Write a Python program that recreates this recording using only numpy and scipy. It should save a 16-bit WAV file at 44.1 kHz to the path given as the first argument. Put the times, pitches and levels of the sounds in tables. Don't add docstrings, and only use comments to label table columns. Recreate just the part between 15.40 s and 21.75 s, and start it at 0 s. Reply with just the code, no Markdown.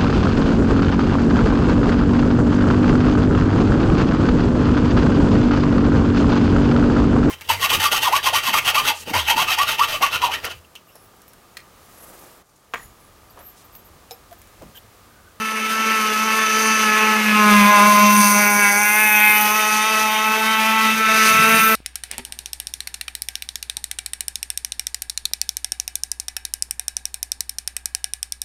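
import sys
import numpy as np
from scipy import signal
from scipy.fft import rfft, irfft
from scipy.io import wavfile
from scipy.ndimage import uniform_filter1d

SR = 44100
rng = np.random.default_rng(int(sys.argv[2]) if len(sys.argv) > 2 else 0)


def store_pcm(level_fs):
    pcm = np.round(np.clip(level_fs, -1, 1) * 32767).astype(np.int16)
    wavfile.write(sys.argv[1], SR, np.atleast_2d(pcm).T)


N = 280035
TIME = np.arange(N) / SR

# time_s, aspect (0 bow, 1 beam, 2 stern quarter, 3 stern, 4 far beam, 5 bow quarter)
ASPECT = [(0, 0), (1.75, 0), (2.1, .6), (2.35, 1), (2.78, 1), (3.02, 2), (3.3, 2.2), (3.68, 3), (3.9, 3),
          (4.02, 4), (5.47, 4), (5.65, 5), (6.35, 5)]


def from_db(db):
    return 10 ** (np.asarray(db) / 20)


def rms_one(x):
    return x / np.sqrt(np.mean(x ** 2) + 1e-20)


def evened(x, size=2200):
    return x / np.sqrt(np.abs(uniform_filter1d(x ** 2, size)) + 1e-12)


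def in_time(rows):
    seconds, *columns = np.transpose(rows)
    return [np.interp(TIME, seconds, column) for column in columns]


def swells(rows):
    return sum(height * np.exp(-((TIME - middle_s) / half_s) ** 2) for middle_s, half_s, height in rows)


def bursts(rows):
    return swells([(middle_s, half_s, from_db(db)) for middle_s, half_s, db in rows])


def drift(rate_hz, size=8192):
    hz = np.fft.rfftfreq(size, N / SR / size)
    spectrum = rfft(rng.standard_normal(size)) / (1 + (hz / rate_hz) ** 2)
    slow = rms_one(irfft(spectrum))
    return np.interp(TIME, np.linspace(0, N / SR, size), slow)


def noise(colour):
    hz, db = np.transpose(colour)
    log_hz = np.log(np.fft.rfftfreq(N, 1 / SR) + 1)
    gain = from_db(np.interp(log_hz, np.log(hz), db))
    return rms_one(irfft(rfft(rng.standard_normal(N)) * gain, N))


def butter(x, edges, kind, order=2):
    return signal.sosfilt(signal.butter(order, edges, kind, fs=SR, output="sos"), x)


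def wind(lumpy_db=4.0):
    # (per Hz, relative)
    wind_colour = [(25, -33), (70, -10), (130, 5), (180, 11.5), (280, 0), (600, -27), (2000, -64)]
    # middle_s, half_length_s, level_db
    gusts = [(2.149, .12, -48), (2.6, .1, -54), (3.151, 0.14, -51), (5.699, 0.16, -43), (5.956, 0.081, -32),
             (6.161, 0.14, -33.5)]
    return noise(wind_colour) * bursts(gusts) * from_db(lumpy_db * drift(12))


def banks(x, t60=.6, first_s=.03, dull_hz=3500, count=60):
    delays = first_s + rng.random(count) * t60
    echoes = np.zeros(N)
    echoes[(delays * SR).astype(int)] = rng.standard_normal(count) * from_db(-60 * delays / t60)
    wet = signal.fftconvolve(x, echoes / np.linalg.norm(echoes))[:N]
    return butter(wet, [400, dull_hz], "band", order=1)


def towards_listener():
    # time_s, distance_m
    course = [(0, 36), (.5, 21.1), (1.25, 18), (1.62, 14.6), (2.4, 8.8), (2.95, 17.6), (3.5, 21.7),
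              (3.9, 18.3), (4.85, 21.5), (5.35, 17.5), (6.15, 11.6), (6.35, 13.6)]
    # bark_db, snarl_db, bark_gargle_db, snarl_gargle_db (gargles re pulses), spray_db (before the spray's gain)
    sides = [(-15.5, -17.5, -11.5, -1.5, -32), (-11.5, -19, -18.5, -6, -35),
             (-13.5, -14, -16, -10.5, -38.5), (-15.5, -9, -17, -13.5, -38),
             (-14.5, -15.5, -18.5, -4.5, -30.5), (-14.5, -17, -18.5, -2.5, -32.5)]
    # middle_s, half_length_s, depth (0-1)
    dunks = [(1.86, .075, 1.0), (2.22, .06, .35), (5.55, .045, .8)]
    # middle_s, half_length_s, gain_db
    flares = [(1.32, 0.021, 3.5), (1.91, 0.033, 3.5), (2.2, .12, 4), (2.66, 0.11, 4), (3.26, 0.052, 4.5),
              (3.85, 0.11, 1.5), (5.9, 0.12, 4)]
    reference_m = 10
    dunk_bark_db, dunk_snarl_db, dunk_gargle_db = -9.5, -3.5, 12
    bob_hz, bob_db = 5.5, 1.06

    aspect, = in_time(ASPECT)
    metres, = in_time(course)
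    levels = [np.interp(aspect, np.arange(len(sides)), column) for column in np.transpose(sides)]
    bark, snarl, bark_gargle, snarl_gargle, wake = levels
    spreading = 20 * np.log10(reference_m / metres)
    depth = swells(dunks)
    return {"bark": bark + spreading + dunk_bark_db * depth,
            "snarl": snarl + spreading + dunk_snarl_db * depth + swells(flares) + bob_db * drift(bob_hz),
            "bark gargle": bark_gargle + dunk_gargle_db * depth,
            "snarl gargle": snarl_gargle,
            "spray": wake + spreading}


def spray(heard, level_db=6.5, patchy_db=1.74):
    # (per Hz, relative)
    spray_colour = [(30, -53), (90, -15), (170, -7), (500, -1.5), (720, -4), (1300, 1.5), (2700, -2),
                    (3800, 2.5), (5000, 2.5), (6400, 0.5), (7300, -5.5), (10000, -4), (14000, -3),
                    (16000, -28)]
    # middle_s, half_length_s, level_db (before the gain below)
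    sheets = [(2.14, 0.051, -34), (2.501, .07, -33), (2.88, 0.25, -36), (4.38, 0.051, -35),
              (4.62, 0.079, -35), (5.77, 0.044, -30.5), (5.87, 0.055, -29)]
    flow = np.hypot(from_db(heard["spray"]), bursts(sheets))
    return noise(spray_colour) * flow * from_db(level_db + patchy_db * drift(15))


def slaps(decay_s=0.0073, dull_hz=1800):
    # start_s, level_db (before halving)
    smacks = [(3.894, -14.5)]
    blows = sum(from_db(db) * (TIME > start_s) * np.exp(-np.abs(TIME - start_s) / decay_s)
                for start_s, db in smacks)
    return blows * rms_one(butter(rng.standard_normal(N), [150, dull_hz], "band", order=1)) / 2


def crank(flutter=0.00204, jitter_turns=0.00094):
    # time_s, firing_rate_hz
    engine_speed = [(0.0, 218.8), (0.28, 219.1), (0.32, 221.0), (0.53, 220.8), (0.65, 215.7), (0.76, 216.0),
                    (0.8, 218.2), (0.96, 220.3), (1.09, 216.9), (1.31, 220.3), (1.5, 214.8), (1.64, 216.4),
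                    (1.8, 215.1), (2.09, 209.6), (2.23, 204.9), (2.32, 207.3), (2.39, 204.4), (2.47, 208.0),
                    (2.55, 206.6), (2.72, 207.7), (2.95, 204.8), (3.0, 206.7), (3.2, 205.7), (3.25, 203.2),
                    (3.34, 203.5), (3.41, 207.6), (3.5, 208.4), (3.62, 214.2), (3.71, 211.1), (4.1, 211.5),
                    (4.17, 215.1), (4.23, 213.5), (4.42, 214.6), (4.47, 218.6), (4.56, 216.5),
                    (4.78, 216.0), (5.13, 220.4), (5.18, 218.9), (5.31, 220.2), (5.89, 219.7),
                    (6.14, 222.4), (6.35, 219.6)]
    speed, = in_time(engine_speed)
    return np.cumsum(speed * (1 + flutter * drift(25.4))) / SR + jitter_turns * drift(99)


def puff(turns, length, steady):
    return rms_one(steady + np.exp(-(turns % 1) / length))


def rasp(turns, heard, crack_db=-9.0, uneven_db=-1.0, level_db=-0.5):
    # time_s, level_db (before the trim level_db)
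    rasp_levels = [(0.0, -37.5), (0.97, -31), (1.25, -23), (1.91, -37.5), (2.1, -27.5), (2.69, -22.5),
                   (2.83, -16.5), (3.09, -21.5), (4.03, -20), (4.07, -23.5), (4.99, -33), (5.64, -35),
                   (5.89, -21.5), (5.98, -28), (6.24, -21), (6.35, -24.5)]
    # time_s, tilt_db_per_octave
    rasp_tilt = [(0, -5), (1.4, -10), (2.1, -1), (3.3, -0.5), (3.9, 11), (4.4, -6.5), (5.2, 4.5), (5.8, -5),
                 (6.35, 13)]
    # pitch_hz, width_hz, level_db (relative, before the tilt)
    outlet = [(4700, 520, -10), (6068, 570, 0.5), (9500, 1400, -1), (10880, 690, -7), (13600, 1600, -2)]

    rasp_db, = in_time(rasp_levels)
    tilt_db, = in_time(rasp_tilt)
    gargle_db = heard["snarl gargle"]
    fronts = np.exp(-(np.sin(np.pi * turns) / .034) ** 2)
    cracks = rms_one(np.diff(fronts, prepend=0))
    flow = puff(turns, length=.4, steady=.5 * from_db(.7 * gargle_db))
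    jet = rms_one(butter(rng.standard_normal(N), 7000, "high")) * flow
    drive = from_db(crack_db - 0.2 * gargle_db) * cracks + jet
    drive = drive * from_db(uneven_db * drift(91))
    rings = 0
    for hz, width, db in outlet:
        ring = butter(drive, [hz - width / 2, hz + width / 2], "band")
        tilted_db = db + tilt_db * np.log2(hz / outlet[1][0])
        rings = rings + evened(ring) * from_db(tilted_db + 1.83 * drift(9.8))
    return evened(rings) * from_db(rasp_db + level_db)


def pulse_shape(orders, fall_db=2.5, size=128):
    k, db = np.transpose(orders)
    multiples = np.arange(size // 2 + 1)
    level_db = np.interp(multiples, k, db - db.max())
    level_db = level_db - fall_db * np.clip(multiples - k[-1], 0, 20)
    cepstrum = irfft(np.log(from_db(level_db)))
    return 2 * rfft(cepstrum[:size // 2], size) - cepstrum[0]


def firings(turns, heard, smear=.016, count=30):
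    # harmonic (multiple of the firing rate), level_db (relative)
    bow = [(2, -11), (3, -22.5), (4, -9), (5, -10), (6, 3.5), (7, -14), (8, -2.5), (9, -15), (10, -7),
           (11, -16.5), (12, -2.5), (13, -12.5), (14, -7.5), (15, -33), (16, -15), (17, -23.5)]
    beam = [(2, -19), (3, -6), (4, -9.5), (5, 7), (6, -6.5), (7, -7), (8, -12), (9, -25.5), (10, -12.5),
            (11, -11), (12, -15), (13, -10), (14, -26), (15, -21), (16, -29), (17, -23)]
    stern_quarter = [(2, -3), (3, -1.5), (4, 3.5), (5, 10), (6, -4), (7, 9.5), (8, 6), (9, -1), (10, 3.5),
                     (11, 10.5), (12, -3), (13, 1), (14, -38), (17, -17)]
    stern = [(2, -13), (3, -11), (4, 5), (5, -4), (6, -7.5), (7, 0), (8, 4.5), (9, -3.5), (10, 11),
             (11, 1.5), (12, 11), (13, -8), (15, -12), (17, -11.5), (19, -41)]
    far_beam = [(2, -4.5), (3, -5), (4, 8), (5, 3), (6, 9), (7, 0.5), (8, -3.5), (9, 2), (10, 2), (11, -2),
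                (12, 9), (13, -5.5), (14, 0.5), (15, -6), (16, -6.5), (17, -3), (19, -26)]
    bow_quarter = [(2, -2.5), (3, -6.5), (4, -5), (5, -0.5), (6, 9.5), (7, 3.5), (8, -1), (9, 1),
                   (10, -0.5), (11, 0.5), (12, 6), (13, -8.5), (14, -8), (15, -20), (16, -9), (17, -6.5),
                   (18, -29)]

    aspect, = in_time(ASPECT)
    shapes = np.array([pulse_shape(side) for side in (bow, beam, stern_quarter, stern, far_beam, bow_quarter)])
    wash = from_db(0.32 * heard["snarl gargle"])
    pulses = 0
    for k in range(2, count):
        shape = np.interp(aspect, np.arange(len(shapes)), shapes[:, k])
        waves = .38 * (drift(6) + 1j * drift(6)) + .27 * drift(22)
        phase = 2 * np.pi * k * turns - smear * k ** 2
        pulses = pulses + np.real((1 + wash * waves) * np.exp(shape + 1j * phase))
    return pulses


def split(x, edge_hz=1600):
    low = signal.sosfiltfilt(signal.butter(6, edge_hz, fs=SR, output="sos"), x)
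    return evened(low), evened(x - low)


def exhaust(turns, heard, uneven_db=-0.56):
    # time_s, level_db (before fades and drift)
    hum_levels = [(0, -34), (1.0, -31.5), (1.62, -28.5), (1.8, -20.5), (2.15, -15), (2.95, -21.5),
                  (3.4, -32.5), (4.8, -34), (5.35, -26.5), (6.35, -27)]
    # middle_s, half_length_s, gain_db
    hum_fades = [(2.34, 0.042, -12), (4.19, .03, -5), (4.47, .025, -11), (5.67, 0.03, -4),
                 (5.98, 0.032, -10), (6.2, 0.027, -10)]
    # (per Hz, relative)
    gargle_colour = [(130, -31), (200, -3), (330, -5), (520, -2), (720, -7.5), (1000, 1), (1350, 3),
                     (1800, -1), (2400, 4.5), (3100, -5), (4000, -21.5), (7000, -35)]

    hum_db = in_time(hum_levels)[0] + swells(hum_fades)
    pulses = firings(turns, heard) * from_db(uneven_db * drift(60))
    flow = puff(turns, length=.6, steady=.45)
    gargle = noise(gargle_colour) * flow * from_db(1.9 * drift(25))
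    gargle = butter(gargle, 185, "high", order=4)
    sound = np.sqrt(2) * np.sin(2 * np.pi * turns) * from_db(hum_db + 2.13 * drift(11))
    for tone, rough, part in zip(split(pulses), split(gargle), ("bark", "snarl")):
        share = from_db(heard[part + " gargle"])
        blend = (tone + share * rough) / np.hypot(1, share)
        sound = sound + blend * from_db(heard[part])
    return sound


def scene():
    turns, heard = crank(), towards_listener()
    boat = spray(heard) + slaps() + rasp(turns, heard) + exhaust(turns, heard)
    echoes = from_db(-16) * banks(boat)
    return (wind() + echoes + boat)[None]


def record(dry):
    cutoff_hz = 15500
    rounded = dry / (1 + (dry / .69) ** 10) ** (1 / 10)
    return signal.sosfilt(signal.ellip(10, .1, 90, cutoff_hz, fs=SR, output="sos"), rounded)


dry = scene()
out = record(dry)
store_pcm(out)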